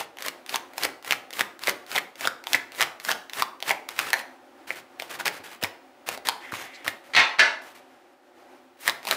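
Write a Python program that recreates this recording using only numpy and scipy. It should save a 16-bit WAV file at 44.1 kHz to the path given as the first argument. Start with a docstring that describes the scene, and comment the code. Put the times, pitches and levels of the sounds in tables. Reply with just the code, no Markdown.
"""Overhand card shuffle

Hands shuffle a deck of large cards above a wooden table: packets rub out as hiss, and ringing air pockets clap.
One card drops, cards skid on the table top, and two hard knocks, noise bursts over wood modes, square the deck.
A small bare room answers with decaying noise over a soft murmur of filtered noise.
"""
import sys
import numpy as np
from scipy import signal
from scipy.fft import rfft, irfft, next_fast_len
from scipy.io import wavfile
from scipy.ndimage import uniform_filter1d, minimum_filter1d, map_coordinates

SR = 44100
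rng = np.random.default_rng(int(sys.argv[2]) if len(sys.argv) > 2 else 0)


def to_wav(s):
    """Save 16-bit WAV."""
    ch = np.atleast_2d(s).T  # columns
    pcm = np.round(np.clip(ch, -1, 1) * 32767)  # PCM
    wavfile.write(sys.argv[1], SR, pcm.astype(np.int16))


N = 403956

# Hard meetings of card edges and faces. Each row: time in seconds, clap in dB, air pocket in Hz, edge snap in dB.
FLICKS = [(0.0099, -13.5, 870, -23), (0.171, -21, 3200, -29),(0.207, -18.5, 2800, -23),
          (0.2233, -14, 2730, -13.5), (0.2624, -10, 3120, -13), (0.2833, -8, 2160, -8),
          (0.4936, -26, 3510, -13), (0.5439, 0.5, 3660, -32), (0.5585, -6, 2210, -4),
          (0.7805, -6, 4780, -8), (0.8255, -21, 2180, -15), (0.835, -22, 2530, -5.5),
          (0.8511, -2, 1920, -4), (1.047, -17, 3140, -22.5), (1.109, -2, 3770, -3),
          (1.1229, 0.5, 2240, -4.5), (1.1315, -11.5, 1320, -18), (1.329, -17, 3300, -20),
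          (1.3354, -17, 3770, -17.5), (1.3935, -13, 930, -6.5), (1.4085, 1.5, 1860, -5.5),
          (1.6364, -10.5, 3560, -14), (1.6726, -3.5, 1980, -5), (1.6811, 0.5, 1970, -33),
          (1.6945, -4, 2090, -4), (1.916, -33, 2054, -14.5), (1.9561, -11, 830, -11.5),
          (1.9624, 2.5, 3600, -13.5), (1.979, 1.5, 2070, -13), (1.9835, -3, 1760, -8),
          (2.209, -11, 2110, -16.5), (2.246, -18, 1500, -21.5), (2.253, -0.5, 3350, -31.5),
          (2.2734, 1.5, 1450, -4), (2.47, -3.5, 3350, -16), (2.5324, -15.5, 730, 0.5),
          (2.5454, 8.5, 2030, -16), (2.5489, -3, 2040, -5.5), (2.7489, -14, 3800, -26.5),
          (2.7978, -6, 2000, -18.5), (2.8085, 0, 1990, -2), (2.8159, -7.5, 1730, -3.5),
          (2.8201, -2, 1960, -30), (2.825, 4, 2040, 0.5), (3.0496, -11.5, 1980, -13.5),
          (3.087, -4.5, 1550, -16), (3.0912, -2.5, 1680, -8.5), (3.1153, -2, 1560, 1.5),
          (3.334, -11, 3420, -16), (3.3977, -15, 1700, -13.5), (3.4223, -2.5, 1080, -2),
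          (3.6259, -4, 3100, -14.5), (3.6935, -3, 2410, -9), (3.7076, 6, 2150, -30), (3.7121, -4, 1820, -7),
          (3.8891, -16, 3800, -13), (3.9906, 0.5, 2520, 1.5), (4.0701, -18, 1200, -26.5),
          (4.104, -26, 1400, -13.5), (4.1315, 9.5, 1820, 6.5), (4.192, -25, 4500, -18.5),
          (4.7054, -1, 2120, -26.5), (4.9987, -9, 2320, -16.5), (5.0217, -10, 3530, -17.5),
          (5.1985, -12, 1510, -28.5), (5.2088, -9.5, 1530, -27), (5.2563, -4.5, 2580, -5.5),
          (5.2632, -3, 2410, -33), (5.2699, -4, 1750, -10), (5.2795, -3, 2020, -8), (5.6279, -8, 2740, -14),
          (5.6369, -6.5, 1750, -4), (5.645, -2, 2260, -22), (6.0887, -2.5, 2510, -6.5),
          (6.1759, -22.5, 720, -22), (6.2709, -19, 4000, -9.5), (6.287, -4, 920, 4.5),
          (6.522, -12, 1500, -24), (6.5388, -10, 2280, -22), (6.555, -18, 2200, -24),
          (6.8792, -1, 1820, -7.5), (8.878, 5, 1890, 1.5), (8.889, -4.5, 1770, -19.5),
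          (8.8965, 3.5, 3850, -10), (9.0518, -23, 890, -17.5), (9.0705, -7, 2510, -15),
          (9.077, -12.5, 990, -13.5), (9.0872, -29, 9000, -11.5), (9.1112, 4, 3900, 1.5),
          (9.125, -3.5, 1740, -17)]
# Packets thumbed off with a tick, then sliding until they land.
# Each row: thumb in seconds, tick in dB, landing in seconds, rub at landing in dB.
PASSES = [(0.186, -21.5, 0.28, -29.5), (0.463, -23.5, 0.554, -28.5), (0.735, -30, 0.852, -26),
          (1.026, -30, 1.132, -26.5), (1.3066, -24, 1.413, -26.5), (1.5925, -25.5, 1.698, -25.5),
          (1.8647, -29, 1.973, -25.5), (2.156, -27.5, 2.263, -26), (2.4398, -26, 2.554, -27),
          (2.72, -25, 2.825, -25), (3, -23, 3.115, -23), (3.297, -23, 3.413, -26.5),
          (3.6035, -25.5, 3.709, -28.5), (3.964, -28, 4.002, -29.5), (5.253, -35, 5.279, -26),
          (5.614, -32, 5.648, -32), (6.252, -37, 6.285, -28), (6.846, -23.5, 6.888, -28.5),
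          (8.771, -52, 8.897, -26), (9.0302, -29, 9.135, -25.5)]
# Loose handling between passes, each stroke fading. Each row: start in seconds, stop in seconds, first level in dB.
HANDLING = [(0.0, 0.012, -26.5), (3.885, 3.96, -41.5), (4.01, 4.21, -34), (4.672, 4.732, -37),
            (4.756, 4.794, -40.5), (4.992, 5.09, -44), (5.096, 5.155, -36), (5.189, 5.208, -33.5),
            (5.322, 5.382, -43), (5.437, 5.48, -41), (5.487, 5.552, -44.5), (6.065, 6.148, -37),
            (6.518, 6.657, -37.5), (7.039, 7.137, -50.5), (7.618, 7.727, -49), (7.749, 7.776, -45.5), ]
# Cards skidding flat on the table, fading.
# Each row: start in seconds, stop in seconds, first level in dB, last level in dB, trapped air in Hz.
SKIDS = [(6.41, 6.512, -44.5, -46, 1970), (6.531, 6.853, -44.5, -51, 2030), (6.564, 6.655, -51, -58, 6460),
         (6.744, 6.77, -46, -49.5, 4260)]
# Deck or card landing on the table top. 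Each row: time in seconds, blow in dB, thud in dB.
KNOCKS = [(5.4, -26, -34), (5.635, -10.5, -16.5), (6.53, -18, -21), (6.878, -15, -25), (7.135, 2.5, -42),
          (7.148, 6.5, -31), (7.162, 18.5, -15.5), (7.19, 12, -19), (7.384, -1, -34), (7.391, 19, -36)]
# Resonances of the card stack. Each row: centre in Hz before detuning, width in Hz, mean level in dB.
STACK_MODES = [(800, 267, -9.5), (3500, 1100, -19)]
# Low modes of the table top. Each row: centre in Hz, width in Hz, level in dB.
TABLE_MODES = [(99.4, 15, 4), (277, 620, -3)]
# Spectrum of a card edge snapping. Each row: frequency in Hz, density in dB per Hz.
SNAP_SPECTRUM = [(300, -20.5), (1500, -3.5), (4000, -2), (8000, -12.5), (15500, -13.5)]
# Relative spectrum of card rubbing on card. Each row: frequency in Hz, density in dB per Hz.
RUB_SPECTRUM = [(150, -15.5), (500, -10.5), (1900, -6), (6300, -18.5), (15500, -22.5)]
# Relative spectrum of a packet's gliding face. 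Each row: frequency in Hz, density in dB per Hz.
GLIDE_SPECTRUM = [(600, -12.5), (4000, -3.5), (15500, -1.5)]
# Spectrum of the deck's blow. Each row: frequency in Hz, density in dB per Hz.
BLOW_SPECTRUM = [(90, -43), (880, -12.5), (1300, -10.5), (2000, -2.5), (3100, -12), (4200, -10),
                 (5200, -19), (7000, -27), (15500, -47.5)]
# Reverberation time of the room. Each row: frequency in Hz, 60 dB decay in seconds.
ROOM_T60 = [(150, 0.34), (600, 0.56), (2000, 0.37), (5000, 0.36), (12000, 0.38)]
# Relative return from the walls. Each row: frequency in Hz, level in dB.
WALL_RETURN = [(200, 3), (2000, -5), (5000, -7.5), (15000, -16)]
# Relative spectrum of the room air. Each row: frequency in Hz, density in dB per Hz.
AIR_SPECTRUM = [(25, -49.5), (70, -11.5), (204, -23), (262, 2), (295, -6.5), (352, 1.5), (430, -13.5),
                (570, -1.5), (660, -11.5), (730, -1.5), (1000, -11.5), (1400, -12), (7000, -31.5),
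                (15500, -37)]

FULL_CLAP_DB = 13  # louder claps ring longer; at this level the ring decays half as fast
SLAP_CUT_HZ = 283  # a card is too small to push air below this
TICK_HZ = 2020
RIPPLE_MAX_OVER_RUB_DB, RIPPLE_CENTRE_HZ, RIPPLE_SPREAD_S = 14, 1780, 0.03
SWELL_DB_PER_S, FADE_DB_PER_S = 263.5, 46.5  # passes grow, loose strokes fade
GLIDE_DELAY_S, GLIDE_RISE_S, GLIDE_DECAY_S = 0.026, 0.015, 0.042
GLIDE_RE_RUB_DB = -19.5
SKID_WIDTH_HZ, SKID_UPPER_RATIO, SKID_UPPER_DB = 460, 1.79, -13.5
WALL_DELAY_S, WALL_DB, WALL_CUT_HZ = 0.0076, -10, 5000
AIR_DB = -53
MIC_CUT_HZ, TOP_HZ = 110, 15600
PEAK_LIMIT = 0.64


def amp(db):
    """dB to gain."""
    return 10 ** (np.asarray(db) / 20)


def unit(x):
    """Scale to rms 1."""
    return x / np.sqrt(np.mean(x ** 2) + 1e-20)


def along(points, hz):
    """Interpolate (Hz, value) points on a log frequency axis."""
    f, v = np.transpose(points)
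    return np.interp(np.log(hz + 1), np.log(f + 1), v)


def wobble(knots_per_s):
    """Smooth random curve through normally distributed knots."""
    knots = rng.standard_normal(int(N * knots_per_s / SR) + 4)
    return map_coordinates(knots, [np.arange(N) * knots_per_s / SR])


def filtered(x, response):
    """Multiply the spectrum of x by a response of frequency."""
    m = next_fast_len(len(x) + SR // 4)
    hz = np.fft.rfftfreq(m, 1 / SR)
    return irfft(rfft(x, m) * response(hz), m)[:len(x)]


def coloured(x, spectrum):
    """Shape x by (Hz, dB) points."""
    return filtered(x, lambda hz: amp(along(spectrum, hz)))


def bass_cut(x, cut_hz):
    """Two cascaded first-order high-pass filters."""
    return filtered(x, lambda hz: (1j * hz / (cut_hz + 1j * hz)) ** 2)


def resonance(hz, centre_hz, width_hz):
    """Response of a damped mode, 1 at its centre."""
    damping = 1j * hz * width_hz
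    return damping / (centre_hz ** 2 - hz ** 2 + damping)


def placed(times_s, bursts):
    """Sum rows of short sounds at their times."""
    at = np.round(times_s * SR).astype(int)[:, None] + np.arange(bursts.shape[1])
    return np.bincount(at.ravel(), bursts.ravel(), N + SR)[:N]


def contacts():
    """Card impacts: hard flicks, a tick opening each pass, a patter of loose cards before each landing."""
    thumb_s, tick_db, landing_s, rub_db = np.transpose(PASSES)[:, :, None]
    ticks = np.hstack([thumb_s, tick_db, np.full_like(thumb_s, TICK_HZ), tick_db])
    early, softness, pitch = np.moveaxis(rng.random((len(PASSES), 5, 3)), 2, 0)
    time_s = landing_s - RIPPLE_SPREAD_S * early
    clap_db = rub_db + RIPPLE_MAX_OVER_RUB_DB - 10 * softness
    pocket_hz = RIPPLE_CENTRE_HZ * 3 ** (pitch - 0.5)
    patter = np.stack([time_s, clap_db, pocket_hz, clap_db - 13], axis=2)
    return np.vstack([FLICKS, ticks, patter.reshape(-1, 4)])


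def flicks():
    """Air squeezed between two cards rings briefly and shakes the stack; the edge adds a bright snap."""
    time_s, clap_db, pocket_hz, snap_db = contacts().T[:, :, None]
    t = np.arange(SR // 25) / SR
    damping = 0.75 / (1 + amp(clap_db - FULL_CLAP_DB))  # a fuller clap seals a longer-ringing pocket
    clap = np.sin(2 * np.pi * pocket_hz * t) * np.exp(-damping * pocket_hz * t)
    for centre_hz, width_hz, db in STACK_MODES:
        detune, scatter = rng.standard_normal((len(time_s), 2)).T[:, :, None]
        mode_hz = centre_hz * np.exp(0.28 * detune)
        ring = np.sin(2 * np.pi * mode_hz * t) * np.exp(-np.pi * width_hz * t)
        clap = clap + amp(db + 3 * scatter) * ring
    clap = clap * (1 - np.exp(-t / 0.0006))  # soft onset
    snap = rng.standard_normal(clap.shape) * amp(-60 * t / 0.011)
    claps = placed(time_s[:, 0], amp(clap_db) * clap)
    snaps = placed(time_s[:, 0], amp(snap_db) * snap)
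    return bass_cut(claps, SLAP_CUT_HZ) + coloured(snaps, SNAP_SPECTRUM)


def strokes():
    """All rubbing as (start s, stop s, first dB, last dB)."""
    passes = [(a, b, db - SWELL_DB_PER_S * (b - a), db) for a, _, b, db in PASSES]
    handling = [(a, b, db, db - FADE_DB_PER_S * (b - a)) for a, b, db in HANDLING]
    return passes + handling


def slide():
    """Coated card rubs on card: an unevenly gripping hiss with scattered catches of single edges."""
    level = np.zeros(N)
    for start_s, stop_s, first_db, last_db in strokes():
        stroke = level[round(start_s * SR):round(stop_s * SR)]
        stroke += amp(np.linspace(first_db, last_db, len(stroke)))
    hiss = rng.standard_normal(N) * amp(2.5 * wobble(45) + 2.2 * wobble(250))
    catches = (rng.random(N) < 150 / SR) * rng.standard_normal(N) * amp(15)  # 150 a second on average
    settle = np.exp(-1 / (0.014 * SR))  # the packet comes to rest over a moment
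    settling = signal.lfilter([1 - settle], [1, -settle], level)
    level = np.maximum(uniform_filter1d(level, size=SR // 150), settling)
    return level * unit(coloured(hiss + catches, RUB_SPECTRUM))


def glide():
    """The packet's face sweeps over the deck as a smooth bright hiss, dying away after landing."""
    t, level = np.arange(N) / SR, np.zeros(N)
    for thumb_s, _, landing_s, rub_db in PASSES:
        rise = np.clip((t - thumb_s - GLIDE_DELAY_S) / GLIDE_RISE_S, 0, 1)
        decay = np.exp(-np.maximum(t - landing_s, 0) / GLIDE_DECAY_S)
        level += amp(rub_db + GLIDE_RE_RUB_DB) * decay * rise
    level = uniform_filter1d(level, size=SR // 200) * amp(1.5 * wobble(30))
    return level * unit(coloured(rng.standard_normal(N), GLIDE_SPECTRUM))


def skid():
    """Friction hiss coloured by two resonances of the thin air under a card."""
    out, t = np.zeros(N), np.arange(N) / SR
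    for start_s, stop_s, first_db, last_db, air_hz in SKIDS:
        def gap(hz):
            """Lower resonance minus a weaker upper one."""
            upper = resonance(hz, SKID_UPPER_RATIO * air_hz, SKID_WIDTH_HZ)
            return resonance(hz, air_hz, SKID_WIDTH_HZ) - amp(SKID_UPPER_DB) * upper
        level = amp(np.interp(t, [start_s, stop_s], [first_db, last_db])) * (t > start_s) * (t < stop_s)
        out += uniform_filter1d(level, size=SR // 50) * unit(filtered(rng.standard_normal(N), gap))
    return out * amp(2.4 * wobble(40))


def knocks():
    """Cards landing on one another give a noise burst; a short push rings the table modes."""
    time_s, blow_db, thud_db = np.transpose(KNOCKS)[:, :, None]
    t = np.arange(SR // 10) / SR
    steps = rng.standard_normal((len(time_s), len(t) // 63))
    clatter = amp(4.5 * np.repeat(steps, 63, axis=1))  # level jumps every 63 samples
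    burst = clatter * rng.standard_normal(clatter.shape)
    burst = burst * amp(-60 * t / 0.046) * (1 - np.exp(-t / 0.006))
    push = np.hanning(SR // 400) * amp(thud_db)
    wood = lambda hz: sum(amp(db) * resonance(hz, centre, width) for centre, width, db in TABLE_MODES)
    blows = coloured(placed(time_s[:, 0], amp(blow_db) * burst), BLOW_SPECTRUM)
    thuds = filtered(placed(time_s[:, 0], push), wood)
    return blows, thuds


def near_wall(claps):
    """A delayed, dulled first echo, which returns once more."""
    def wall(hz):
        """One trip to the wall and back."""
        return amp(WALL_DB) * np.exp(-2j * np.pi * hz * WALL_DELAY_S) / (1 + 1j * hz / WALL_CUT_HZ)
    return filtered(claps, lambda hz: wall(hz) + wall(hz) ** 2)


def room(x):
    """Each frequency dies at its own speed; the hands move, so each quarter second finds new echoes."""
    step, wet = SR // 4, np.zeros(N + 2 * SR)
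    for start in range(0, N, step):
        hz, t, noise = signal.stft(rng.standard_normal(SR * 3 // 4), SR, nperseg=256)
        decay_db = along(WALL_RETURN, hz)[:, None] - 60 * t / along(ROOM_T60, hz)[:, None]
        tail = signal.istft(noise * amp(decay_db), SR, nperseg=256)[1]
        answer = signal.fftconvolve(x[start:start + step], tail / np.linalg.norm(tail))
        wet[start + 260:][:len(answer)] += answer  # 260 samples of pre-delay
    return wet[:N]


def air():
    """The murmur of the quiet room: coloured noise, wavering a little."""
    waver = amp(1.5 * wobble(4) + 1.5 * wobble(15))
    return amp(AIR_DB) * waver * unit(coloured(rng.standard_normal(N), AIR_SPECTRUM))


def scene():
    """Sum close cards, the table under them, the room and its air."""
    blows, thuds = knocks()
    claps = flicks()
    rubbing = slide() + skid() + glide()
    echoes = room(amp(-16) * claps + amp(-11.5) * rubbing + amp(-5.5) * blows)
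    return (near_wall(claps) + claps + rubbing + blows + thuds + echoes + air())[None]


def record(dry):
    """The microphone loses bass, a fast limiter holds the peaks, then the band ends."""
    heard = bass_cut(dry[0], MIC_CUT_HZ)
    needed = np.minimum(1, PEAK_LIMIT / (np.abs(heard) + 1e-9))
    held = minimum_filter1d(needed, size=SR // 150)
    gain = uniform_filter1d(held, size=SR // 300)
    return filtered(heard * gain, lambda hz: hz < TOP_HZ)[None]


dry = scene()
out = record(dry)
to_wav(out)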